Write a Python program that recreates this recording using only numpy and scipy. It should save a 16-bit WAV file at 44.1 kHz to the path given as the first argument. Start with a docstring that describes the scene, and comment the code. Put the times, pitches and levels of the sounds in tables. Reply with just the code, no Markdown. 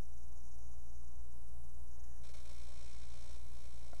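"""Snake buzzing its tail in a tub

One microphone by a plastic tub in a quiet room. Scales slide, a few uneven slaps follow, then the tail
tip slaps and scrapes the plastic some 58 times a second, a dry buzz. Near the end the snake knocks
against the tub once. Behind it are a thin, pulsing, insect-like hiss with faint high chirps,
a low motor hum, room noise and a slight electronic whine."""
import sys
import numpy as np
from scipy import signal
from scipy.fft import rfft, irfft
from scipy.io import wavfile

SR = 44100
rng = np.random.default_rng(int(sys.argv[2]) if len(sys.argv) > 2 else 0)


def transcribe(signal):
    """Save signal, clipped to [-1, 1], as a 16-bit WAV file at the path in sys.argv[1]."""
    frames = np.atleast_2d(signal).T
    limited = np.clip(frames, -1, 1)
    pcm = np.round(limited * 32767).astype(np.int16)
    wavfile.write(sys.argv[1], SR, pcm)


N = 176400

# first uneven slaps, before the tail finds its rhythm: start_s, level_db
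FIRST_SLAPS = [(2.216, -81), (2.235, -68), (2.247, -65.5), (2.256, -74.5), (2.267, -65.5), (2.287, -66),
               (2.299, -68.5), (2.311, -70), (2.3379, -63.5), (2.348, -64), (2.3677, -65.5), (2.381, -66.5),
               (2.3995, -66), (2.411, -70), (2.426, -70), (2.44, -73), (2.4531, -65), (2.471, -65.5)]
# speed of the tail: time_s, beats_per_s
BEAT_RATE = [(2.49, 57.3), (2.68, 57.25), (2.8, 57.62), (3.27, 57.88), (3.36, 58.9), (3.47, 57.6),
             (3.65, 57.96)]
# force of the steady beats on the plastic: time_s, level_db
BEAT_FORCE = [(2.49, -63.5), (2.51, -64), (2.53, -67), (2.56, -66.5), (2.7, -65.5), (3.04, -65.5),
              (3.066, -69), (3.083, -68), (3.11, -65), (3.2, -66), (3.36, -66), (3.385, -69.5), (3.47, -71),
              (3.56, -68.5), (3.9, -69), (3.95, -68.5)]
# contacts within one beat: delay_s, relative_db, decay_s, accent_hz
BEAT_CONTACTS = [(0.0, 0, .0012, 3800), (.0034, -1.5, .0012, 4000), (.0054, 0, .0017, 5700),
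                 (.0082, -3.5, .003, 2400)]
# resonances of the tub: pitch_hz, width_hz, relative_db
TUB_MODES = [(404, 14, 5), (570, 50, 8.5), (640, 50, 1), (877, 40, -1), (1095, 55, 0), (1588, 50, -2.5),
             (2196, 50, 4), (2449, 55, 3.5), (2955, 20, -2.5), (3127, 25, -1), (3655, 30, -2),
             (3768, 25, 3), (3940, 20, 1.5), (4172, 20, -.5), (4338, 30, -.5), (4818, 22, -2),
             (5178, 70, -1), (5474, 90, -1), (5700, 35, 4), (6971, 120, -4), (7920, 90, -2), (8134, 60, -3),
             (8301, 70, -2)]
# colour of the scrape: frequency_hz, relative_db
SCRAPE_COLOUR = [(200, -3), (400, 3), (560, -2), (1100, 1), (1450, 1), (2300, -3), (2650, -4), (3300, -2.5),
                 (4100, 0), (4750, -6), (5300, -1), (6900, 0.5), (7550, -9), (8200, 1), (9200, -5.5),
                 (10400, -7.5), (11500, -16), (15000, -42)]
def tail_buzz(buzz_start_s=2.4921):
    """In front: each beat is a few short scrapes, partly alike every time, that ring the tub."""
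    beat_spread_db, contact_spread_db, jitter_s = .6, .65, .00008
    friction_db, rub_into_tub_db, accent_db = -11, 2, -.5
    scrape_db, ring_db = -.5, -.8
    t = seconds()
    rate = in_time(BEAT_RATE)
    cycles = np.cumsum(rate * (t > buzz_start_s)) / SR
    steady_s = t[1:][np.diff(np.ceil(cycles)) > 0]
    steady_db = np.interp(steady_s, *np.transpose(BEAT_FORCE))
    steady_db += beat_spread_db * rng.standard_normal(len(steady_s))
    beat_s, beat_db = np.hstack([np.transpose(FIRST_SLAPS), [steady_s, steady_db]])
    rubbing, scrapes = np.zeros((2, N))
    for delay_s, db, decay_s, accent_hz in BEAT_CONTACTS:
        late, strong = rng.standard_normal((len(beat_s), 2)).T
        onsets = ((beat_s + delay_s + jitter_s * late) * SR).astype(int)
        touches = np.bincount(onsets, from_db(db + beat_db + contact_spread_db * strong), N)[:N]
        fade = np.exp(-t[:SR // 20] / decay_s)
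        alike = signal.fftconvolve(touches, scuff(decay_s), "same")
        fresh = signal.fftconvolve(touches, fade / np.linalg.norm(fade))[:N] * rng.standard_normal(N)
        contact = alike + from_db(friction_db) * fresh
        rubbing += touches + from_db(rub_into_tub_db) * fresh
        scrapes += contact + from_db(accent_db) * resonate(contact, accent_hz, width_hz=1700)
    ringing = sum((-1) ** k * from_db(db) * resonate(rubbing, hz, width_hz)
                  for k, (hz, width_hz, db) in enumerate(TUB_MODES))
    scrape = tub_walls(coloured(scrapes, SCRAPE_COLOUR))
    level = np.sqrt(np.sum(from_db(beat_db) ** 2) / np.sum(rate / SR))
    return level * (from_db(scrape_db) * scrape + from_db(ring_db) * rms_one(ringing))


def scuff(decay_s):
    """One short scrape of unit energy and flat spectrum, starting in the middle of the array."""
    age = np.arange(-SR // 20, SR // 20) / SR
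    burst = (age >= 0) * np.exp(-np.abs(age) / decay_s) * rng.standard_normal(len(age))
    phase = np.angle(rfft(burst))
    return irfft(np.exp(1j * phase), len(age))


def tub_walls(x, echo_db=-7, t60_s=.06):
    """Add dense, quickly dying reflections between the walls of the tub; rms 1."""
    t = seconds()[:SR // 4]
    echoes = rng.standard_normal(len(t)) * from_db(-60 * t / t60_s)
    reflected = signal.fftconvolve(x, echoes / np.linalg.norm(echoes))[:N]
    return rms_one(x + from_db(echo_db) * reflected)


# what rings when the tub is knocked: pitch_hz, relative_db, t60_s
BUMP_MODES = [(314, -10, 0.041), (572, -11, 0.055), (696, 0.5, 0.03), (1010, -7, 0.018),
              (1370, -8.5, 0.034), (1980, -23, 0.029)]
def knock(bump_s=3.9325, bump_db=-46, tick_s=3.9465, tick_db=-52.5, tick_decay_s=.0012):
    """At the tub wall: a dull bump on the plastic, then a tiny bright tick."""
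    age = np.maximum(seconds() - bump_s, 0)
    bump = sum(from_db(bump_db + db - 60 * age / t60_s) * np.sin(2 * np.pi * hz * age)
               for hz, db, t60_s in BUMP_MODES)
    age = seconds() - tick_s
    tick = from_db(tick_db) * (age > 0) * np.exp(-np.abs(age) / tick_decay_s) * rng.standard_normal(N)
    highpass = signal.butter(2, 3500, "high", fs=SR, output="sos")
    return bump + signal.sosfilt(highpass, tick + 1e-18)


# swell of the sliding scales: time_s, level_db
SCALES_LEVEL = [(1.8, -110), (1.9, -84.5), (2.2, -80), (2.3, -110)]
# their colour: frequency_hz, relative_db
SCALES_COLOUR = [(1200, -7.5), (1750, 3), (2300, -12.5), (2750, -5.5), (3500, -15), (5000, -39)]
def sliding_scales(grain_db=2):
    """Inside the tub: scales rub faintly and unevenly on the plastic just before the buzz."""
    rub = rng.standard_normal(N) * from_db(grain_db * drift(rate_hz=60))
    return from_db(in_time(SCALES_LEVEL)) * coloured(rub, SCALES_COLOUR)


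# spurts of the thin hiss: centre_s, length_s, level_db
HISS_SPURTS = [(0.029, 0.023, -70), (.057, 0.013, -71.5), (.095, .02, -78), (0.133, .025, -72),
               (0.178, 0.026, -72), (.228, 0.061, -74.5), (.287, 0.018, -73), (0.325, 0.016, -72),
               (0.373, .038, -71.5), (0.407, .02, -72), (.46, 0.061, -72.5), (0.533, .052, -74),
               (0.606, 0.058, -73.5), (0.695, 0.12, -74.5), (0.78, 0.017, -79), (0.796, 0.016, -75),
               (0.821, 0.017, -72), (0.855, .03, -74), (.893, 0.037, -75), (0.956, 0.058, -73.5),
               (1.006, 0.025, -74), (1.047, 0.01, -70.5), (1.081, 0.017, -73.5), (1.121, 0.013, -73),
               (1.158, 0.01, -73), (1.201, .025, -74.5), (1.248, .025, -78), (1.32, 0.02, -73),
               (1.437, 0.028, -80), (1.485, .03, -78), (1.643, 0.017, -76), (1.697, .014, -75),
               (1.75, 0.016, -77), (1.802, 0.013, -75), (1.881, 0.015, -73.5), (1.936, 0.06, -73.5),
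               (2.003, 0.017, -70.5), (2.044, 0.016, -69), (2.112, 0.11, -74), (2.189, 0.028, -73)]
# its colour: frequency_hz, relative_db
HISS_COLOUR = [(4300, -30), (5000, -11), (5650, 1.5), (6750, 3.5), (7200, -1), (7800, -27.5), (10000, -19),
               (13000, -51)]
def pulsing_hiss(ramp_s=.006, bed_db=-80, flicker_db=1.2):
    """Behind the snake: a narrow insect-like hiss in uneven, flat-topped spurts over a faint bed."""
    t = seconds()
    spurts = sum(from_db(db) * np.clip(.5 + (length_s / 2 - np.abs(t - centre_s)) / ramp_s, 0, 1)
                 for centre_s, length_s, db in HISS_SPURTS)
    flicker = from_db(flicker_db * drift(rate_hz=55))
    level = np.hypot(spurts, from_db(bed_db)) * flicker
    return level * coloured(rng.standard_normal(N), HISS_COLOUR)


# faint high chirps: centre_s, level_db
CHIRP_PIPS = [(.076, -82), (.116, -87), (.233, -79), (.352, -80), (.457, -76), (.5, -74), (.575, -74),
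              (.726, -82), (1.03, -75.5), (1.107, -85), (1.338, -73), (1.485, -72), (1.525, -84),
              (1.566, -81), (1.598, -82), (1.639, -80), (1.676, -81), (1.716, -81), (1.787, -75),
              (1.827, -76), (1.865, -76), (2.168, -73)]
def chirps(pitch_hz=8920, wander_hz=100, width_s=.007):
    """In the background: short, soft-edged pips of one unsteady high tone."""
    t = seconds()
    swell = sum(from_db(db) * np.exp(-.5 * ((t - centre_s) / width_s) ** 2)
                for centre_s, db in CHIRP_PIPS)
    hz = pitch_hz + wander_hz * drift(rate_hz=110)
    return swell * np.sin(2 * np.pi * np.cumsum(hz) / SR)


# motor hum: pitch_hz, level_db
MOTOR_TONES = [(58.7, -55), (117.4, -73)]
# electronic whine: pitch_hz, level_db
WHINE_TONES = [(5000, -94.5), (6000, -86), (8000, -89.5), (10000, -86.5), (11000, -99), (12000, -93),
               (14000, -103)]
def hum_and_whine():
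    """Steady tones in the background: a motor low down, electronics high up."""
    return sum(np.sqrt(2) * from_db(db) * np.sin(2 * np.pi * (hz * seconds() + rng.random()))
               for hz, db in MOTOR_TONES + WHINE_TONES)


# colour of the room noise: frequency_hz, relative_db
ROOM_COLOUR = [(20, -1), (45, -0.5), (75, -7), (105, -8), (150, -14), (230, -23.5), (420, -27.5),
               (650, -23.5), (1050, -28), (1500, -40.5), (2200, -47.5), (4200, -51.5), (8000, -52)]
# colour of the smooth high hiss: frequency_hz, relative_db
HIGH_HISS_COLOUR = [(4400, -23), (5200, -3), (6500, -11.5), (7700, -6), (9100, -3), (9700, 0.5), (10600, 1),
                    (11400, -9), (12100, -1.5), (13000, -7), (14000, -9), (15000, -26)]
# its slow rise and fall: time_s, level_db
HIGH_HISS_LEVEL = [(0, -76.5), (1.25, -77.5), (1.4, -76), (2.6, -76), (3.0, -80), (3.4, -75.5), (4, -77.5)]
def room_tone(room_db=-57):
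    """The room around the microphone: quiet low noise under a smooth high hiss."""
    low, high = rng.standard_normal((2, N))
    hiss = from_db(in_time(HIGH_HISS_LEVEL)) * coloured(high, HIGH_HISS_COLOUR)
    return from_db(room_db) * coloured(low, ROOM_COLOUR) + hiss


def from_db(db):
    """Decibels to gain."""
    return 10 ** (np.asarray(db) / 20)


def rms_one(x):
    """Scale to unit power."""
    return x / np.sqrt(np.mean(x ** 2) + 1e-20)


def seconds():
    """Time of every sample."""
    return np.arange(N) / SR


def in_time(rows):
    """Join (time_s, value) rows with straight lines."""
    return np.interp(seconds(), *np.transpose(rows))


def coloured(x, spectrum):
    """Give a sound the colour of (frequency_hz, relative_db) rows; rms 1."""
    hz, db = np.transpose(spectrum)
    bin_hz = np.maximum(np.arange(N // 2 + 1) * SR / N, 1)
    gain = from_db(np.interp(np.log(bin_hz), np.log(hz), db))
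    return rms_one(irfft(rfft(x) * gain, N))


def drift(rate_hz):
    """Smooth random motion of spread 1."""
    r = np.exp(-2 * np.pi * rate_hz / SR)
    return rms_one(signal.lfilter([1], [1, -2 * r, r * r], rng.standard_normal(N + SR))[SR:])


def resonate(x, hz, width_hz):
    """A resonance with gain 1 at its peak."""
    r = np.exp(-np.pi * width_hz / SR)
    feedback = [1, -2 * r * np.cos(2 * np.pi * hz / SR), r * r]
    return signal.lfilter(np.array([1, 0, -1]) * (1 - r * r) / 2, feedback, x)


def scene():
    """The snake and the room behind it, at one microphone."""
    snake = tail_buzz() + sliding_scales() + knock()
    background = pulsing_hiss() + chirps() + hum_and_whine() + room_tone()
    return (snake + background)[None]


def record(dry):
    """The microphone signal loses its top steeply and rides on a constant offset."""
    cutoff_hz, offset = 15000, -.033
    lowpass = signal.ellip(10, .1, 70, cutoff_hz, fs=SR, output="sos")
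    return offset + signal.sosfilt(lowpass, dry)


dry = scene()
out = record(dry)
transcribe(out)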